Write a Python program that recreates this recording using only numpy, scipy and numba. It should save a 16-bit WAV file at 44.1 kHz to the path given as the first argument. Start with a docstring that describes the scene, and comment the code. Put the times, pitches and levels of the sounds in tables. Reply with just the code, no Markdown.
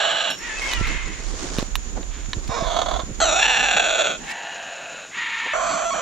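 """Macaws around a tree climber

One macaw screams beside a climber's camera while others call from farther off in the forest.
Each scream is an uneven train of pulses from the syrinx (a bird's voice box) ringing in the throat.
Between screams the climbing gear clicks, clinks and rubs. The camera mount rumbles; insects hiss."""
import sys
import numpy as np
from scipy import signal
from scipy.fft import rfft, irfft, next_fast_len
from scipy.io import wavfile
from scipy.ndimage import uniform_filter1d, map_coordinates
from numba import njit

SR = 44100
rng = np.random.default_rng(int(sys.argv[2]) if len(sys.argv) > 2 else 0)


def log_audio(samples):
    """Write samples as a 16-bit WAV file to the path given in sys.argv[1]."""
    # one column per channel
    frames = np.atleast_2d(samples).T
    # limit to full scale, then quantise
    limited = np.clip(frames, -1, 1)
    pcm = np.round(limited * 32767).astype(np.int16)
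    wavfile.write(sys.argv[1], SR, pcm)


N = 265129
TIME = np.arange(N) / SR
TOP_HZ, EDGE_DB = 15700, 15  # treble limit; depth of a call's fade-in and fade-out

# effort of each near scream: (start [s], end [s], fade-in [s], fade-out [s], low part [dB],
# its fade [dB/s], bright part [dB], its fade [dB/s], sizzle relative to the bright part [dB])
EFFORTS = {"shriek": (0, .355, .003, .05, -22, 25, -23.3, 10, -48),
           "grumble": (2.48, 3.04, .05, .035, -28.5, -2, -37, -6, -30),
           "screech": (3.198, 4.168, .008, .12, -21.3, 2, -20.8, 2.5, -37),
           "squawk": (5.533, 6.06, .004, .04, -23.6, 7, -33.7, 1, -42)}
# when the sound narrows to mono: (start [s], end [s])
MONO_SPAN = (4.33, 5.533)


def near_macaw():
    """Four harsh calls from arm's length reach left and right unequally, with a faint echo."""
    # balance between the sides: (frequency [Hz], left minus right [dB])
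    balance = [(300, 10), (700, -3.5), (1400, 4.5), (3000, 2), (6500, 5.5)]
    # how far the left wave runs ahead: (frequency [Hz], phase [radians])
    lead = [(700, -1.26), (1400, 1), (2600, 0.77), (7000, -0.74)]
    voice = panned(shriek(), left_db=-6.5) + panned(grumble(), left_db=-10)
    voice += panned(screech(), left_db=-4.5) + panned(squawk() + whistle(), left_db=-6.5)
    sides = np.array([[.5], [-.5]])
    direct = filtered(voice, lambda hz: np.exp(1j * along(lead, hz) * sides)
                      * amp(along(balance, hz) * sides))
    return direct + amp(-13) * forest_echo(voice.mean(0), decay_s=.25)


def shriek():
    """Fast, breathy pulses slow down while the throat holds one shape."""
    # voice: (time [s], pulse rate [1/s], roughness [0-1], throat tuning [ratio])
    syrinx = [(0, 760, .55, 1.05), (.15, 630, .6, 1.05), (.36, 480, .6, 1.01)]
    # throat resonances: (frequency [Hz], level [dB])
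    throat = [(640, 9), (800, 0), (1220, 0.5), (1540, 10), (2830, 19), (3200, 15.5), (3700, 12.5),
              (6850, 8.5)]
    return scream(syrinx, EFFORTS["shriek"], [(0, throat, 0)], air=1.2, damping=3.6)


def grumble():
    """A quieter call that starts smoothly, then stutters in sharp bursts."""
    # voice: (time [s], pulse rate [1/s], roughness [0-1], throat tuning [ratio])
    syrinx = [(2.49, 437.2, 0.26, 1.057), (2.72, 499.3, 0.57, 0.99), (3.03, 429.8, .63, 1.02)]
    # resonances of two throat shapes: (frequency [Hz], level [dB])
    opened = [(650, 10), (1000, 5.5), (1550, -10), (2150, -9), (3500, -2), (4050, -14), (4400, -16),
              (4900, 0), (6020, -15)]
    usual = [(700, -1), (1000, -6), (1270, -12), (2200, -21), (3430, 0.5), (3750, -6), (4330, -7.5),
             (5100, -50), (6350, -5)]
    # bursts of voice: (time [s], level [dB])
    stutters = [(2.764, 7), (2.787, 5.5), (2.815, 6.5), (2.859, .5), (2.884, 1), (2.909, .5), (2.934, 3),
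                (2.958, 0), (2.992, -2)]
    shapes = [(2.63, opened, -.5), (2.72, usual, 2), (2.88, usual, -1)]
    voice = scream(syrinx, EFFORTS["grumble"], shapes, air=.5, damping=3.34, cavity_db=-8.5)
    rise_s, fall_s, gap_gain = .004, .017, .27
    bursts = sum(amp(db) * (1 - ramp(TIME - s, rise_s)) * np.exp(-((TIME - s) / fall_s) ** 2)
                 for s, db in stutters)
    smooth = ramp(TIME - stutters[0][0], fall_s)
    return voice * (smooth + (1 - smooth) * gap_gain + bursts)


def screech():
    """Slower pulses ring a throat that starts tight, widens and goes slack."""
    # voice: (time [s], pulse rate [1/s], roughness [0-1], throat tuning [ratio])
    syrinx = [(3.2, 285, 0.24, 1.06), (3.32, 324.4, 0.18, 0.92), (3.455, 409.2, 0.71, 1.03),
              (3.475, 240.1, 0.14, 1.034), (3.78, 245.5, .62, 1.003), (4, 270.1, 0.63, 0.99),
              (4.17, 272.3, 0.58, 0.96)]
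    # resonances of four throat shapes: (frequency [Hz], level [dB])
    tight = [(720, 1), (1400, -1), (3150, 0.5), (4100, 7), (4400, 1), (6200, 7.5), (7100, 6.5)]
    narrow = [(730, 5.5), (1400, 0), (2700, -1), (3950, 3), (4400, -28), (6200, 0), (7400, 4)]
    wide = [(820, 4.5), (1690, 6), (2650, 15), (3350, 7.5), (3950, -2.5), (5500, 3), (6900, 5.5)]
    slack = [(635, 8), (1490, 5), (2630, 7.5), (3430, 8), (3800, -10), (5900, -9), (6850, 5)]
    shapes = [(3.225, tight, -3), (3.29, narrow, -1), (3.345, narrow, -2),
              (3.43, wide, 2.5), (3.56, wide, .5), (3.95, slack, -1)]
    return scream(syrinx, EFFORTS["screech"], shapes, air=.45, damping=3.6)


def squawk():
    """Fast pulses ring a throat that opens briefly, brightening the call."""
    # voice: (time [s], pulse rate [1/s], roughness [0-1], throat tuning [ratio])
    syrinx = [(5.533, 619, 0.54, 0.97), (5.63, 660, 0.29, 1), (5.82, 685.4, .24, 1),
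              (6.01, 633.5, 0.49, 0.97)]
    # resonances of two throat shapes: (frequency [Hz], level [dB])
    usual = [(670, -4), (1100, -8), (1330, -8), (2400, -13.5), (3100, -14.5), (4500, -18), (6150, -10),
             (7300, -7.5)]
    opened = [(670, -7), (1130, 2), (1400, -14), (2400, -6.5), (3300, -9), (4680, 3.5), (6200, -5),
              (7350, 1)]
    shapes = [(5.54, usual, -3.5), (5.72, opened, 3), (5.84, usual, 0)]
    return scream(syrinx, EFFORTS["squawk"], shapes, air=.8, damping=4.6)


def whistle():
    """During the squawk, the other side of the syrinx whistles a wavering, sinking note."""
    # swells of the note: (time [s], rise [s], fall [s], level [dB])
    peaks = [(5.66, 0.068, 0.76, -34.5), (5.615, 0.039, 0.057, -25.5)]
    start_s, start_hz, sag_hz_per_s = 5.53, 1042, 190
    hz = (start_hz - sag_hz_per_s * (TIME - start_s)) * (1 + .0239 * wobble(200))
    gain = (TIME > start_s) * swells(peaks) * amp(.99 * wobble(120))
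    return gain * np.sin(2 * np.pi * np.cumsum(hz) / SR)


def scream(syrinx, effort, shapes, air, damping, cavity_db=-16):
    """Syrinx pulses ring the throat, heard as a low part, a bright part and a thin sizzle."""
    # the syrinx locks onto a clean note: (time [s], length [s], pitch [Hz], boost [dB])
    locks = [(2.535, 0.027, 473, 2), (3.215, 0.029, 644.5, 3), (5.85, .055, 665, 0.5),
             (5.906, 0.027, 1086, 0.5)]
    # pushes that make the pulses faster, rougher and louder: (time [s], rise [s], fall [s], size [dB])
    surges = [(.3, 0.041, 0.029, -9), (3.772, .02, .02, -7.5), (3.8, 0.014, .015, -11),
              (4, 0.029, .025, -10)]
    # the voice catches briefly in the screech: (time [s])
    stalls = [3.473, 3.589, 3.62, 3.68, 3.7, 3.758, 3.789, 3.813, 3.836]
    rate, rough, tuning = curves(syrinx)
    start, end, attack, release, low_db, low_fade, bright_db, bright_fade, sizzle_db = effort
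    age = np.clip(TIME - start, 0, end - start)
    effort_db = -EDGE_DB * (ramp(age, attack) + ramp(end - TIME, release))
    for s, length, hz, db in locks:
        lock = between(s, s + length)
        rate += lock * (hz - rate)
        rough += lock * (.06 - rough)
        effort_db += lock * db
    push = swells(surges)
    stalled = sum(np.abs(TIME - s) < .005 for s in stalls)
    flow = between(syrinx[0][0], syrinx[-1][0]) * (1 - .46 * stalled)
    source = pulses(rate * (1 + 1.4 * push), np.clip(rough + .6 * push, 0, 1), air) * flow

    throat, opening_db = moving_throat(shapes)
    voice = ring(source, throat, damping, tuning)
    voice = -band(band(voice, 293, 7470, order=8), 360, 6500, order=1)
    low = filtered(voice, lambda hz: 1 / (1 + (hz / 2150) ** 16))
    # a side cavity of the throat swallows one band
    bright = filtered(voice - low, lambda hz: amp(cavity_db * np.exp(-((hz - 4900) / 400) ** 2)))
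    # highest throat resonances, rung by the sharp pulse fronts: (frequency [Hz], level [dB])
    top_modes = [(10600, -3), (13000, -13)]
    sizzle = band(ring(source, top_modes, damping=8), 9000, 13500, order=3)

    low_db += effort_db - low_fade * age
    bright_db += effort_db - bright_fade * age + opening_db
    call = held(low, low_db) + held(bright, bright_db) + held(sizzle, bright_db + sizzle_db)
    sputter = amp(1.7 * rough * np.minimum(wobble(75), 1))  # a rough voice comes in clumps
    return sputter * (1 + push) * call


def moving_throat(shapes):
    """Trembling resonances glide through shapes: (time [s], resonances, added brightness [dB])."""
    times, resonances, bright_db = zip(*shapes)
    modes = []
    for hz, db in np.transpose(resonances, (1, 2, 0)):
        tremble = wobble(70)
        modes.append((np.interp(TIME, times, hz) * (1 + .009 * tremble),
                      np.interp(TIME, times, db) + tremble))
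    return modes, np.interp(TIME, times, bright_db)


def far_macaws():
    """Calls from other trees arrive smeared by the forest."""
    # cries: (start [s], length [s], rise [s], top pitch [Hz], sag [octaves/s], hoarseness [0-1],
    # level [dB], fade [dB/s], frequency the throat lifts [Hz])
    cries = [(.372, .2, .08, 955, 1.5, .8, -32, 5, 1750), (.545, .075, .035, 1325, 2.2, .65, -33, 0, 2600),
             (.606, .08, .015, 1080, .1, .72, -28.5, 0, 2150),
             (.67, .125, .02, 1040, 1.6, .65, -28.5, 0, 3000),
             (.765, .12, .015, 1355, .15, .3, -35, 25, 1350), (.79, .45, .07, 1050, .1, .88, -28, 42, 2100),
             (4.25, .09, .07, 920, 1, .75, -30.5, 0, 1900), (5.11, .44, .085, 935, .2, .85, -26.3, 0, 1900),
             (5.165, .09, .04, 1040, 1.2, .55, -31, 0, 2080)]
    voice = sum(cry(*row) for row in cries) + rasp()
    return amp(-1) * voice + amp(-2) * forest_echo(voice, decay_s=.3)


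def cry(start, length, rise, top_hz, sag, hoarse, db, fade, focus_hz):
    """A cry scoops up, sags and fades; hoarseness adds breath and tones between its overtones."""
    # tone colour of a far throat: (frequency [Hz], level [dB])
    throat = [(680, -30), (900, -6.5), (1500, -6), (1900, 1), (2700, -3), (3100, -6.5), (4000, -13),
              (5000, -23), (9000, -73)]
    t, track = TIME[:SR], np.zeros(N)
    scoop, past_top = ramp(t, rise), np.clip(t - rise, 0, length)
    octaves = -3.2 * rise * scoop - sag * past_top + .031 * hoarse * wobble(110.6, SR)
    hz = top_hz * 2 ** octaves
    phase = 2 * np.pi * np.cumsum(hz) / SR
    tone = np.zeros(SR)
    for k in np.arange(1, 5, .5):
        lift_db = 8.5 * np.exp(-((k * hz - focus_hz) / 350) ** 2)
        tone += (hoarse if k % 1 else 1) * amp(along(throat, k * hz) + lift_db) * np.sin(k * phase)
    breath = filtered(rng.standard_normal(SR), lambda f: amp(along(throat, f)))[:SR]
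    voice = np.sqrt(1 - hoarse ** 4) * held(tone, 0) + hoarse ** 2 * unit(breath)
    release = 1 - ramp(length - t, .037)
    add(track, start, voice * amp(db - 18.5 * scoop - fade * past_top) * release)
    return track


def rasp():
    """A long hoarse call whose resonances sink as the beak closes."""
    # the call: (start [s], end [s], fade-in [s], fade-out [s], pulse rate [1/s], level [dB], fade [dB/s])
    call = (4.19, 5.11, .2, .1, 365, -31.3, 7)
    # resonances with the beak open and closed: (frequency [Hz], level [dB])
    opened = [(820, 12), (1740, 12), (2720, 8.5), (3950, 6)]
    closed = [(625, 9.6), (1480, 7.2), (2580, 6.7), (3850, 5)]
    start, end, attack, release, rate, db, fade = call
    throat, _ = moving_throat([(4.44, opened, 0), (4.97, closed, 0)])
    source = pulses(np.full(N, rate), np.full(N, .6), air=1) * between(start, end)
    edges_db = EDGE_DB * (ramp(TIME - start, attack) + ramp(end - TIME, release))
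    level_db = db - fade * np.maximum(TIME - start, 0) - edges_db
    return held(band(ring(source, throat, damping=7), 494, 3340), level_db)


def gear():
    """Catches snap shut and karabiners (metal climbing rings) clink."""
    # snaps: (time [s], level [dB], relative treble [dB])
    clicks = [(0.7158, -16, -20), (0.7348, -13, -11), (0.8723, -19.5, -14), (1.585, -16, -10),
              (1.592, -18, -19), (1.626, -26, -12), (1.7551, -9, -8), (2.03, -29, -20), (2.3326, -11, -41)]
    # resonances of a catch: (frequency [Hz], level [dB])
    catch = [(1100, 2), (1800, 0), (2950, 1.5), (3950, 12.5), (5600, 8)]
    # karabiners touching: (time [s], level [dB])
    touches = [(0.305, -31), (0.381, -38), (0.619, -33.5)]
    # their ringing tones: (frequency [Hz], level [dB], time to fade 60 dB [s])
    metal = [(5540, -4, 0.33), (9700, -11, 0.08), (11500, -22, .33), (12700, -19, .28)]
    blows, ticks, clinks = np.zeros((3, N))
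    t = TIME[:SR // 2]
    for s, db, treble_db in clicks:
        chatter = amp(-60 * t / .027) * rng.standard_normal(len(t))
        add(blows, s, amp(db) * (.093 * chatter + (t == 0)))
        add(ticks, s, amp(db + treble_db) * chatter)
    for s, db in touches:
        for hz, tone_db, decay_s in metal:
            gain = amp(db + tone_db + rng.normal(0, 2) - 60 * t / decay_s)
            add(clinks, s, gain * np.sin(2 * np.pi * hz * t))
    snaps = amp(21.5) * band(ring(blows, catch, damping=7.2), 620, 3350, order=2)
    snaps += amp(-5) * band(ticks, 5000, TOP_HZ, order=1)
    clinks = band(clinks, 3600, 13100, order=2) * amp(3.6 * wobble(146))  # loose rings flutter
    return panned(snaps + clinks, left_db=-4) + amp(-38) * forest_echo(snaps, decay_s=.25)


def rope():
    """Rope and cloth rub in small catches; under load the rope creaks in slowing slips."""
    # strokes of rope and sleeves: (time [s], rise [s], fall [s], level [dB])
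    strokes = [(.72, 0.43, 0.2, -27), (.89, 0.075, 0.23, -36), (1.44, 0.59, 0.25, -32),
               (1.61, 0.16, 0.046, -28), (2.45, 0.12, 0.059, -40.5)]
    # tone colour of the rubbing: (frequency [Hz], level [dB])
    cloth = [(120, -36), (200, -15), (332, 4), (1600, -0.5), (2650, -5), (6190, -1.5), (8500, -11),
             (14000, -44)]
    # a glove brushes the camera mount: (time [s], level [dB])
    brushes = [(1.61, -44), (1.975, -31), (2.035, -41.5), (5.464, -33.5)]
    # the loaded rope: (time [s], slip rate [1/s], level [dB])
    slips = [(2.11, 590, -49), (2.15, 235, -43), (2.2, 130, -48.5), (2.28, 32, -49)]
    # short scraping hisses; the second swells and stops abruptly as the sound turns mono:
    # (time [s], rise [s], fall [s], level [dB])
    hisses = [(2.479, 0.0066, 0.013, -34.5), (4.32, 0.082, 0.0067, -35.5)]
    rub = swells(strokes) * amp(-3.5 + .61 * wobble(28.9) + 3 * wobble(400)) * noise(cloth, width=.73)
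    scuff = swells([(s, .023, .033, db) for s, db in brushes]) * hiss(270, 890, width=.51)
    slip_rate, creak_db = curves(slips)
    slipping = band(pulses(slip_rate, np.full(N, .15), air=1.2), 970, 3900)
    creak = between(slips[0][0], slips[-1][0]) * held(slipping, creak_db)
    hissing = swells(hisses) * hiss(1600, 6200, width=.3)
    return panned(rub + scuff + creak + hissing, left_db=-3)


def camera_mount():
    """The mount sways as the climber moves, then settles; it takes dull knocks, mostly on the right."""
    # a sudden pull: (time [s], rise [s], fall [s], level [dB])
    jolts = [(.81, 0.056, 0.12, -19)]
    # knocks: (time [s], level [dB], pitch [Hz])
    bumps = [(0.812, -13, 173), (0.947, -23, 149), (1.586, -7, 240), (1.627, -11.5, 285),
             (2.286, -24.5, 108), (2.369, -15.5, 96), (2.493, -15.5, 118), (2.624, -15.5, 166),
             (3.035, -22, 156.8), (3.114, -21.5, 105.6)]
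    start_s, end_s, rise_db_per_s, settle_db_per_s = .82, 2.92, 44, 16
    sway_db = np.maximum(-31 - settle_db_per_s * np.maximum(TIME - end_s, 0), -50)
    sway_db -= rise_db_per_s * np.maximum(start_s - TIME, 0)
    sway_db -= 34 * between(*MONO_SPAN)  # the rumble drops out while the sound is mono
    rumble = (amp(sway_db) + swells(jolts)) * amp(-2 + .77 * wobble(7.4)) * hiss(24.9, 50, width=.85)
    rubbing = amp(.22 * sway_db - 37.5 + 4.4 * wobble(29)) * hiss(139, 382, width=.41)
    knocks, t = np.zeros(N), TIME[:SR // 4]
    for s, db, hz in bumps:
        cycles = hz * t
        tone = np.sin(2 * np.pi * cycles) + .39 * np.sin(2 * np.pi * 1.91 * cycles)
        add(knocks, s, amp(db - 17 * cycles) * tone)
    return panned(rumble, left_db=-14.5) + panned(rubbing + knocks, left_db=-4.5)


def forest_echo(x, decay_s):
    """Trunks and leaves scatter a stereo echo that fades 60 dB in decay_s."""
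    t = TIME[:SR]
    tail = rng.standard_normal((2, SR)) * amp(-60 * t / decay_s) * (1 - np.exp(-t / .0012))
    tail = band(tail / np.linalg.norm(tail[0]), 160, 6300, order=1)
    return signal.fftconvolve(x[None], tail, axes=1)[:, :N]


def canopy():
    """Soft forest air and a shimmering hiss of insects."""
    # tone colours of air and insects: (frequency [Hz], level [dB])
    air_colour = [(100, -15.5), (400, -3.5), (1500, -3.5), (3800, -9.5), (4900, -22), (7000, -7),
                  (9000, -17.5), (15500, -37)]
    insect_colour = [(5000, -16), (6400, -9.5), (6800, 0), (7150, -2), (7600, -38), (10000, -46.5)]
    air = amp(-46 + .6 * wobble(2)) * noise(air_colour, width=1)
    insects = amp(-41 + 1.8 * wobble(60)) * noise(insect_colour, width=1)
    return panned(air + insects, left_db=-3)


def pulses(rate, rough, air):
    """Pulses whose spacing and size scatter with roughness; a puff of noise follows each."""
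    cycles = np.cumsum(rate * np.exp(.55 * rough * wobble(420) + .012 * wobble(50))) / SR
    at = np.interp(np.arange(1, int(cycles[-1])), cycles, np.arange(N))  # positions in samples
    scatter = np.clip(rng.standard_normal(N)[:len(at)], -2, 1)
    size = amp((2.5 + .27 * rough[at.astype(int)]) * scatter)
    taps = at.astype(int)[:, None] + np.arange(-8, 8)  # spread so a pulse can fall between samples
    spikes = size[:, None] * np.sinc(taps - at[:, None])
    train = np.bincount(np.clip(taps, 0, N - 1).ravel(), spikes.ravel(), N)
    puffs = np.exp(-4 * (cycles % 1)) * rng.standard_normal(N)
    return unit(train) + air * rough * unit(puffs)


def ring(x, modes, damping, tuning=1):
    """x rings a set of resonances, tuned together; higher ones die away sooner."""
    return sum(amp(db) * resonance(x, hz * tuning * np.ones(len(x)), damping * np.sqrt(np.mean(hz)))
               for hz, db in modes)


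@njit
def resonance(x, hz, width_hz):
    """One fading resonance whose pitch can move."""
    out, state, keep = np.zeros(len(x)), 0j, np.exp(-np.pi * width_hz / SR)
    for i in range(len(x)):
        if x[i] != 0 or abs(state.real) + abs(state.imag) > 1e-9:
            state = state * keep * np.exp(2j * np.pi * hz[i] / SR) + x[i]
            out[i] = state.real
    return out * (1 - keep)


def noise(colour, width):
    """Stereo noise of level 1; width 0 makes both sides the same."""
    mid, side = filtered(rng.standard_normal((2, N)), lambda hz: amp(along(colour, hz)))
    return unit(np.array([mid + width * side, mid - width * side]))


def hiss(lo_hz, hi_hz, width):
    """Stereo noise of level 1 in one band."""
    return unit(band(noise([(1, 0)], width), lo_hz, hi_hz, order=2))


def band(x, lo_hz, hi_hz, order=4):
    """Keep what lies between two frequencies."""
    return signal.sosfilt(signal.butter(order, [lo_hz, hi_hz], 'band', fs=SR, output='sos'), x)


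def filtered(x, response):
    """Multiply each frequency in x by response(hz)."""
    size = next_fast_len(N + 8192, True)
    return irfft(rfft(x, size) * response(np.fft.rfftfreq(size, 1 / SR)), size)[..., :N]


def held(x, level_db):
    """Hold x to a level curve, keeping its fast flutter."""
    power = np.abs(uniform_filter1d(uniform_filter1d(x * x, size=1500), size=900))
    return amp(level_db) * x / np.sqrt(power + power.max() / 1e4)


def swells(rows):
    """A gain curve of peaks; each rise or fall time spans a factor of ten."""
    return sum(amp(db) * 10 ** -np.minimum(np.maximum((s - TIME) / rise, (TIME - s) / fall), 10)
               for s, rise, fall, db in rows)


def wobble(rate, size=N):
    """A smooth curve drawn from rate random values a second."""
    knots = rng.standard_normal(int(N * rate / SR) + 4)
    return map_coordinates(knots, [TIME[:size] * rate], order=2)


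def ramp(t, length_s):
    """1 up to t = 0, easing to 0 at length_s."""
    return np.clip(1 - t / length_s, 0, 1) ** 2


def between(start, end):
    """1 from start to end, with soft edges."""
    return uniform_filter1d(1. * ((TIME >= start) & (TIME <= end)), size=100)


def curves(rows):
    """One value per sample for each column after the time."""
    times, *columns = np.transpose(rows)
    return [np.interp(TIME, times, column) for column in columns]


def along(points, hz):
    """Read between (frequency, value) points on a log axis."""
    freqs, values = np.transpose(points)
    return np.interp(np.log(hz + 1), np.log(freqs), values)


def amp(db):
    return 10 ** (np.asarray(db) / 20)


def unit(x):
    return x / np.sqrt(np.mean(x ** 2) + 1e-20)


def panned(x, left_db):
    return x * amp([[left_db / 2], [-left_db / 2]])


def add(track, s, sound):
    start = round(s * SR)
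    track[start:start + len(sound)] += sound[:N - start]


def scene():
    """Birds, climber and forest together."""
    return near_macaw() + far_macaws() + gear() + rope() + camera_mount() + canopy()


def record(dry):
    """The sound narrows to mono for a moment, and the highest treble is cut."""
    mono = between(*MONO_SPAN)
    return filtered(dry + mono * (dry.mean(0) - dry), lambda hz: hz < TOP_HZ)


dry = scene()
out = record(dry)
log_audio(out)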